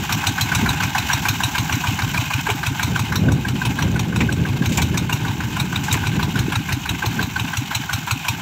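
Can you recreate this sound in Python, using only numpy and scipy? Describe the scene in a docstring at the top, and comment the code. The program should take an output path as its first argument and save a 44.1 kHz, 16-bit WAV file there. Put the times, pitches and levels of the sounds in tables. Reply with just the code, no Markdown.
"""Walking tractor in a flooded rice field

A one-cylinder diesel drags a plough through mud, a few metres away in the open. It fires about six
times a second: burning fuel knocks, then loose steel clanks and exhaust gas gives a low thump.
Gears and sheet metal clatter, the chassis knocks, mud splats, and gusts buffet the microphone."""
import sys
import numpy as np
from scipy import signal
from scipy.fft import rfft, irfft, next_fast_len
from scipy.io import wavfile
from scipy.ndimage import uniform_filter1d

SR = 44100
rng = np.random.default_rng(int(sys.argv[2]) if len(sys.argv) > 2 else 0)


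def generate_wav(sig):
    """Save sig (samples, or channels by samples) to the path in sys.argv[1] as 16-bit PCM at SR."""
    pcm = np.round(np.clip(np.atleast_2d(sig).T, -1, 1) * 32767).astype(np.int16)
    wavfile.write(sys.argv[1], SR, pcm)


N = 370881
TIME = np.arange(N) / SR
BURST = np.arange(8192) / SR  # time within one short sound
MIDDLE_S = BURST[-1] / 2

# tone colour of small rattling metal parts: (frequency [Hz], gain [dB])
RATTLE_COLOUR = [(2500, -17), (4200, -2), (5000, -1.5), (5700, 5.5), (7500, 6), (8400, -8), (9400, -110),
                 (10400, -14), (11500, -11.5), (13000, 0.5), (15500, -1.5)]


def undb(db):
    """Turn decibels into a gain to multiply by."""
    return 10 ** (np.asarray(db) / 20)


def unit(x):
    """Scale a sound to an average (rms) level of 1."""
    return x / np.sqrt(np.mean(x ** 2))


def at(table, s):
    """Read each column of a timed table at time s."""
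    times, *columns = np.transpose(table)
    return [np.interp(s, times, column) for column in columns]


def add(out, s, sound):
    """Mix a sound in, starting at time s."""
    start = int(round(s * SR))
    lo, hi = max(start, 0), min(start + len(sound), N)
    if hi > lo:
        out[lo:hi] += sound[lo - start:hi - start]


def shaped(x, points):
    """Colour a sound with an outline of (frequency [Hz], gain [dB]) points."""
    hz, db = np.transpose(points)
    size = next_fast_len(len(x), real=True)
    freqs = np.fft.rfftfreq(size, 1 / SR) + 1
    gain = undb(np.interp(np.log(freqs), np.log(hz), db))
    return irfft(rfft(x, size) * gain, size)[:len(x)]


def resonate(x, modes, scatter_db=0, low_hz=640):
    """Ring a part's natural notes (modes); small metal parts give off little below low_hz."""
    out = 0
    for (hz, width, db), luck in zip(modes, rng.standard_normal(len(modes))):
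        b, a = signal.iirpeak(min(hz, SR / 2 - 1), hz / width, SR)
        # each note is struck from its own spot, a moment apart from the others
        late = np.r_[np.zeros(rng.integers(SR // 1000)), x][:len(x)]
        out = out + undb(db + scatter_db * luck) * signal.lfilter(b, a, late)
    return signal.sosfilt(signal.butter(8, low_hz, "high", fs=SR, output="sos"), out)


def wander(rate):
    """A smooth random curve of size about 1 that takes `rate` new values a second."""
    hold = max(int(SR / rate), 2)
    steps = np.repeat(rng.standard_normal(N // hold + 1), hold)
    return unit(uniform_filter1d(uniform_filter1d(steps, hold), hold)[:N])


def grit(size, spread_db):
    """Dense tiny impacts of very unequal strength."""
    return unit(rng.standard_normal(size) * undb(spread_db * np.clip(rng.standard_normal(size), -3, 3)))


def burst(rise_s, decay_s, tail_db, tail_s, spread_db):
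    """A gritty burst with a quick rise, a fall and a fainter, longer tail."""
    rise = 1 - np.exp(-(BURST / rise_s) ** 2)
    fall = np.exp(-BURST / decay_s) + undb(tail_db) * np.exp(-BURST / tail_s)
    return grit(len(BURST), spread_db) * rise * fall


def hit(x, db):
    """Scale an impact so that its first 12 ms have the given level."""
    return x * undb(db) / np.std(x[:int(.012 * SR)])


def swell(hz, rise_s, fall_s, phase, glide=0):
    """A tone that swells until MIDDLE_S and dies away; glide bends its pitch."""
    t = BURST - MIDDLE_S
    envelope = np.exp(-(t / np.where(t < 0, rise_s, fall_s)) ** 2)
    return np.sqrt(2) * envelope * np.cos(2 * np.pi * (hz * (t + glide * t ** 2 / 2) + phase))


def firings():
    """The ignition time and the length of every engine cycle, in seconds."""
    # engine speed, sagging and recovering as the plough bites: (time [s], firings [per s])
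    speed = [(0.0, 6.695), (0.48, 7.232), (1.2, 6.491), (1.68, 7.017), (2.38, 6.064), (3.24, 6.144),
             (3.82, 5.804), (4.36, 6.212), (4.6, 5.8), (4.94, 6.602), (5.42, 6.391), (5.56, 6.082),
             (5.88, 6.514), (6.6, 5.942), (7.2, 5.98), (7.86, 5.443), (8.4, 5.936)]
    rate, = at(speed, TIME)
    cycles = np.cumsum(rate) / SR
    times = np.interp(np.arange(.657, cycles[-1], 1), cycles, TIME)  # the first comes .657 cycles in
    return list(zip(times, 1 / np.interp(times, TIME, rate)))


def wind():
    """Swirls of air tumble over the microphone; hard gusts break into smaller, brighter ones."""
    # strength of the wind: (time [s], relative level [dB])
    gusts = [(0.0, -25.5), (0.35, -29), (0.65, -25), (0.89, -29), (1.9, -29), (2.08, -27), (2.46, -34),
             (2.79, -30), (3.07, -24), (3.19, -20), (3.56, -24), (4.14, -20.5), (4.5, -22), (4.87, -20),
             (5.2, -25.5), (6.39, -24), (6.53, -28), (6.84, -31), (6.98, -26), (7.26, -26.5), (7.61, -32.5),
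             (7.75, -33), (8.01, -35), (8.41, -33)]
    # sudden puffs on top: (time [s], half length [s], boost [dB])
    puffs = [(0.607, .07, 2.5), (2.934, 0.054, 6), (3.293, 0.045, 5.5), (3.963, 0.11, 2), (4.38, .05, 2.5),
             (5.416, .04, 1), (7.203, .05, 2)]
    # tone colour of the large swirls: (frequency [Hz], gain [dB])
    large_colour = [(20, -28), (40, -23), (65, -2), (110, 2.5), (170, 1.5), (280, -7), (400, -15.5),
                    (520, -35), (900, -50), (2000, -78)]
    # single swirls that pop: (time [s], pitch [Hz], level [dB])
    pops = [(0.632, 222, -13.5), (3.281, 189, -9.5), (4.615, 200, -11), (4.912, 139, -12),
            (5.957, 258, -17.5), (6.159, 206, -14), (6.485, 295, -14.5), (7.048, 350, -21)]
    small_colour = [(100, -16), (280, 2.5), (450, -5), (700, -12), (1500, -31), (4000, -67)]
    gust_db, = at(gusts, TIME)
    gust_db += .15 * np.minimum(gust_db + 25, 0)  # in a lull the rumble fades faster than the wind
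    puff_db = sum(db * np.exp(-((TIME - s) / half) ** 2) for s, half, db in puffs)
    gust_db += puff_db - .93 + 2.22 * wander(40)
    large = unit(shaped(rng.standard_normal(N), large_colour)) * undb(gust_db + 1.5)
    share_db = np.minimum(gust_db + 9, -6)  # small swirls grow faster, but stay under the large ones
    small = unit(shaped(rng.standard_normal(N), small_colour)) * undb(gust_db + share_db)
    out = large + small
    for s, hz, db in pops:
        pop = swell(hz, rise_s=.87 / hz, fall_s=.58 / hz, phase=rng.random())
        add(out, s - MIDDLE_S, undb(db) * pop)
    return out


def knocks_and_splats():
    """Chassis knocks and mud splats, from dull thuds to bright hissing splashes."""
    # knocks and splats: (time [s], level [dB], decay [s], centre frequency [Hz])
    impacts = [(2.486, -20.5, 0.02, 710), (4.203, -18, 0.015, 1640), (4.690, -32, .012, 6500),
               (4.717, -27.5, 0.044, 5000), (4.771, -18.5, 0.0074, 7250), (4.778, -20, 0.021, 1040),
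               (4.816, -27, 0.0043, 7000), (5.836, -29, 0.032, 5500), (5.924, -17.5, 0.0079, 9100),
               (5.938, -21, 0.0088, 1530), (7.033, -23.5, 0.03, 900)]
    # tone colour of the struck wheels and guard: (frequency [Hz], gain [dB])
    guard_colour = [(200, -4), (400, 15.5), (580, -5), (900, 14), (1300, -1), (1850, 0), (2300, 9.5),
                    (3200, 1.5), (3800, -0.5), (4800, -8), (7400, 0), (9200, -16), (14000, -8.5)]
    out = np.zeros(N)
    for s, db, decay, hz in impacts:
        strike = burst(rise_s=.0031, decay_s=decay, tail_db=-19, tail_s=.028, spread_db=3)
        impact = shaped(shaped(strike, guard_colour), [(hz / 8, -20), (hz, 0), (hz * 8, -17)])
        add(out, s, hit(impact, db))
    return out


def clatter():
    """Gears, belt and loose panels make dense small impacts that flutter in strength."""
    # strength of the clatter: (time [s], relative panel level [dB], relative rattle level [dB])
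    levels = [(0.0, -28.5, -34.5), (0.84, -26.5, -35), (1.57, -28, -32.5), (3.04, -31, -38.5),
              (3.3, -35.5, -45.5), (3.46, -35, -43), (3.72, -29.5, -37.5), (3.96, -35, -44.5),
              (5.92, -31, -38), (6.32, -32, -41), (7.03, -32, -39), (8.41, -32.5, -39)]
    # notes of the gear case and panels: (pitch [Hz], width [Hz], gain [dB])
    panel_modes = [(825, 120, 2), (892, 137, -1), (1033, 59, -1.5), (1546, 140, 2), (2145, 105, -1),
                   (2544, 220, 0), (2960, 375, -2), (3760, 320, -7.5)]
    panel_db, rattle_db = at(levels, TIME)
    flutter = wander(130)
    panels = 0
    for mode in panel_modes:
        impacts = grit(N, spread_db=5.5) * undb(2.26 * flutter + 2 * wander(45))
        panels += resonate(impacts, [mode])
    fine_impacts = grit(N, spread_db=3) * undb(1.36 * flutter + 2.3 * wander(400))
    rattle = shaped(fine_impacts, RATTLE_COLOUR)
    return unit(panels) * undb(panel_db + .05) + unit(rattle) * undb(rattle_db - .7)


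def clanks():
    """Each firing kicks loose steel against its stop; it lands differently, so the main note varies."""
    # clank strength as the frame rocks: (time [s], relative body level [dB], relative treble level [dB])
    levels = [(0.12, -22, -17.5), (0.55, -22, -19.5), (0.85, -22.5, -27), (1.3, -19.5, -16.5),
              (1.75, -20.5, -28), (2.1, -25, -33), (2.5, -21.5, -22), (3.15, -23.5, -24.5),
              (3.42, -29, -29), (3.8, -22.5, -29.5), (4.28, -25.5, -24.5), (4.48, -36, -40),
              (4.65, -26, -22), (5.12, -23.5, -21), (5.3, -32, -48), (5.6, -23, -24.5), (5.95, -26, -31),
              (6.23, -23, -24.5), (6.55, -21.5, -26), (7.4, -24, -24.5), (8.28, -18.5, -19)]
    # notes of the frame, sheet-metal cover and steel parts: (pitch [Hz], width [Hz], gain [dB])
    frame_modes = [(794, 170, -10.5), (962, 160, -2), (1452, 180, -5.5), (2407, 175, -3.5), (2620, 400, -6),
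                   (2990, 610, -10.5)]
    cover_modes = [(3750, 130, 6.5), (4110, 200, -1), (5640, 330, -2), (6640, 380, -3), (7860, 530, -5),
                   (11100, 320, -29), (13050, 830, -9), (14400, 850, -18)]
    steel_modes = [(2325, 65, -3.5), (2580, 37, -13), (3798, 31, -2), (4030, 17, 5), (5845, 73, -2.5),
                   (6330, 40, 1), (7860, 33, -4), (10640, 66, -11), (14000, 73, -27)]
    # jolts that make one note ring out: (time [s], pitch [Hz], relative level [dB])
    clangs = [(0.41, 3220, -25.5), (0.69, 3930, -22), (0.98, 2570, -21), (1.13, 5700, -21),
              (1.87, 2460, -27), (2.17, 2410, -21), (2.33, 2440, -23), (5.12, 2770, -22), (5.6, 3790, -24),
              (5.76, 3720, -26), (5.91, 3800, -23.5), (6.55, 3830, -25), (6.89, 3860, -24),
              (7.75, 3990, -23.5)]
    lower_notes = [hz for hz, _, _ in steel_modes if hz < 7000]
    out = np.zeros(N)
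    for ignition, period in firings():
        s = ignition + .174 * period
        body_db, treble_db = at(levels, s) + 1.4 * rng.standard_normal(2)
        # the main note is a nearby clang if there is one, or else a faint note of the steel
        faint_note = rng.choice(lower_notes), body_db - 9
        nearby_clangs = ((hz, db) for when, hz, db in clangs if abs(when - s) < period / 2)
        note_hz, note_db = next(nearby_clangs, faint_note)
        jolt = burst(rise_s=.0011, decay_s=.0054, tail_db=-18.5, tail_s=.041, spread_db=6)
        body = resonate(jolt, frame_modes, scatter_db=-2)
        chatter = burst(rise_s=.0031, decay_s=.004, tail_db=-11.5, tail_s=.021, spread_db=4)
        cover = resonate(chatter, cover_modes, scatter_db=2, low_hz=2500)
        ring = resonate(chatter, steel_modes, scatter_db=4.5, low_hz=1820)
        ring *= np.exp(-BURST / .061)  # the steel is clamped, so its ring dies quickly
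        snap = burst(rise_s=.0044, decay_s=.007, tail_db=-22, tail_s=.02, spread_db=12)
        crack = shaped(snap, [(7000, -34), (11500, -12), (13000, 10)])
        treble = hit(cover, treble_db - 3.5) + hit(ring, treble_db - 9) + hit(crack, treble_db - 11)
        add(out, s - .001, hit(body, body_db - .5) + treble)
        note = swell(note_hz, rise_s=.0056, fall_s=.0025, phase=rng.random())
        add(out, s + .0055 - MIDDLE_S, undb(note_db + 4.5) * note)
    return out


def knock(chamber_hz, chamber_db, block_db):
    """Fuel ignites: its chamber rings, and the jump in pressure strikes the block, which shudders."""
    # engine block tones that swell as fuel burns: (pitch [Hz], rise [s], fall [s], relative level [dB])
    block_tones = [(843, 0.0036, 0.01, -9.5), (1020, 0.0049, 0.0043, -5.5), (1640, 0.0034, 0.0025, -7.5)]
    # notes of the struck engine block: (pitch [Hz], width [Hz], gain [dB])
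    block_modes = [(843, 144, -1.5), (988, 30, 1), (1133, 63, -1), (1540, 210, 1.5), (1650, 92, -13),
                   (2280, 250, -5.5), (2620, 590, -12), (3620, 1100, -21), (6400, 730, -34.5),
                   (14000, 1800, -63)]
    tone = undb(chamber_db + 2.5) * swell(chamber_hz, rise_s=.0038, fall_s=.005, phase=rng.random())
    for hz, rise, fall, db in block_tones:
        pitch = hz * (1 + .013 * rng.standard_normal())
        tone += undb(block_db + db + 3.5) * swell(pitch, rise, fall, phase=rng.random())
    jump = burst(rise_s=.004, decay_s=.006, tail_db=-16, tail_s=.03, spread_db=3)
    tremble = burst(rise_s=.015, decay_s=.033, tail_db=-7, tail_s=.059, spread_db=4.5)
    crack = hit(resonate(jump, block_modes, scatter_db=-1.5), block_db + .5)
    rattle = hit(shaped(jump, RATTLE_COLOUR), block_db - 12)
    shudder = unit(resonate(tremble, block_modes, scatter_db=1.5)) * undb(block_db - 13)
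    return tone, crack + rattle + shudder


def exhaust(out, s, period, thump_db):
    """Add one cycle's low thumps: gas swings back and forth in the pipes, gliding in pitch."""
    # swings of gas: (delay [cycles], pitch [Hz], glide [share of pitch per s], rise [s], fall [s],
    # relative level [dB], randomness [0-1])
    gas_swings = [(.168, 107.4, 10.5, 0.0084, 0.014, 2.5, 0.16), (.36, 266, -3.5, 0.0055, 0.0087, -5, 0.3),
                  (.4, 141, -2, 0.011, 0.013, -7.5, 0.4), (.67, 159, -1, 0.013, 0.017, -12, 0.4)]
    build_up_s = .0207  # the pipes need this long to get swinging
    for cycles, hz, glide, rise, fall, db, randomness in gas_swings:
        luck = randomness * rng.standard_normal(3)
        gas = swell(hz * (1 + .088 * luck[0]), rise, fall, phase=.5 * luck[1], glide=glide)
        peak_s = s + build_up_s + cycles * period
        add(out, peak_s - MIDDLE_S, gas * undb(thump_db + db + 3.8 * luck[2]))


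def valves(out, s, period):
    """Add one cycle's light metal ticks from the parts that work the valves."""
    # valve ticks: (delay after ignition [cycles], level [dB])
    ticks = [(.55, -51), (.69, -43.5), (0.801, -49)]
    for cycles, db in ticks:
        luck = rng.standard_normal(2)
        tap = burst(rise_s=.00037, decay_s=.0019, tail_db=-27, tail_s=.0057, spread_db=11)
        tick = hit(shaped(tap, RATTLE_COLOUR), db + 1.9 * luck[1])
        add(out, s + (cycles + .029 * luck[0]) * period, tick)


def engine():
    """Every cycle of the diesel brings a knock, exhaust thumps and valve ticks."""
    # knock strength: (time [s], relative chamber level [dB], relative block level [dB])
    levels = [(0.2, -28, -24), (0.52, -16.5, -22.5), (0.95, -22, -20.5), (1.45, -22.5, -22.5),
              (2.2, -27, -24.5), (2.7, -20.5, -23.5), (3.12, -20.5, -24.5), (3.3, -22.5, -35),
              (3.8, -19.5, -27), (4.1, -30, -36), (4.3, -20, -33.5), (4.95, -35.5, -27.5), (5.25, -23, -27),
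              (5.6, -27, -28), (6.3, -26.5, -25), (6.8, -24.5, -26.5), (7.9, -23, -27.5), (8.1, -33, -26.5)]
    out = np.zeros(N)
    for s, period in firings():
        burn = rng.standard_normal(4)  # no two firings burn alike
        chamber_hz = 1543 + 30 * burn[0]
        chamber_db, block_db = at(levels, s)
        tone, shake = knock(chamber_hz, chamber_db + 2.1 * burn[1], block_db + burn[2])
        add(out, s - .0015 - MIDDLE_S, tone)
        add(out, s - .007, shake)
        exhaust(out, s, period, thump_db=-20 + 1.36 * burn[3])
        valves(out, s, period)
    return out


def scene():
    """All sources in one channel, in an open field with no walls to echo."""
    return (engine() + clanks() + clatter() + knocks_and_splats() + wind())[None]


def record(dry):
    """The microphone rounds off the tallest peaks and cuts the highest treble."""
    ceiling, top_hz = .8, 15600
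    rounded = ceiling * np.tanh(dry / ceiling)
    return signal.sosfilt(signal.ellip(10, .2, 80, top_hz, fs=SR, output="sos"), rounded)


dry = scene()
out = record(dry)
generate_wav(out)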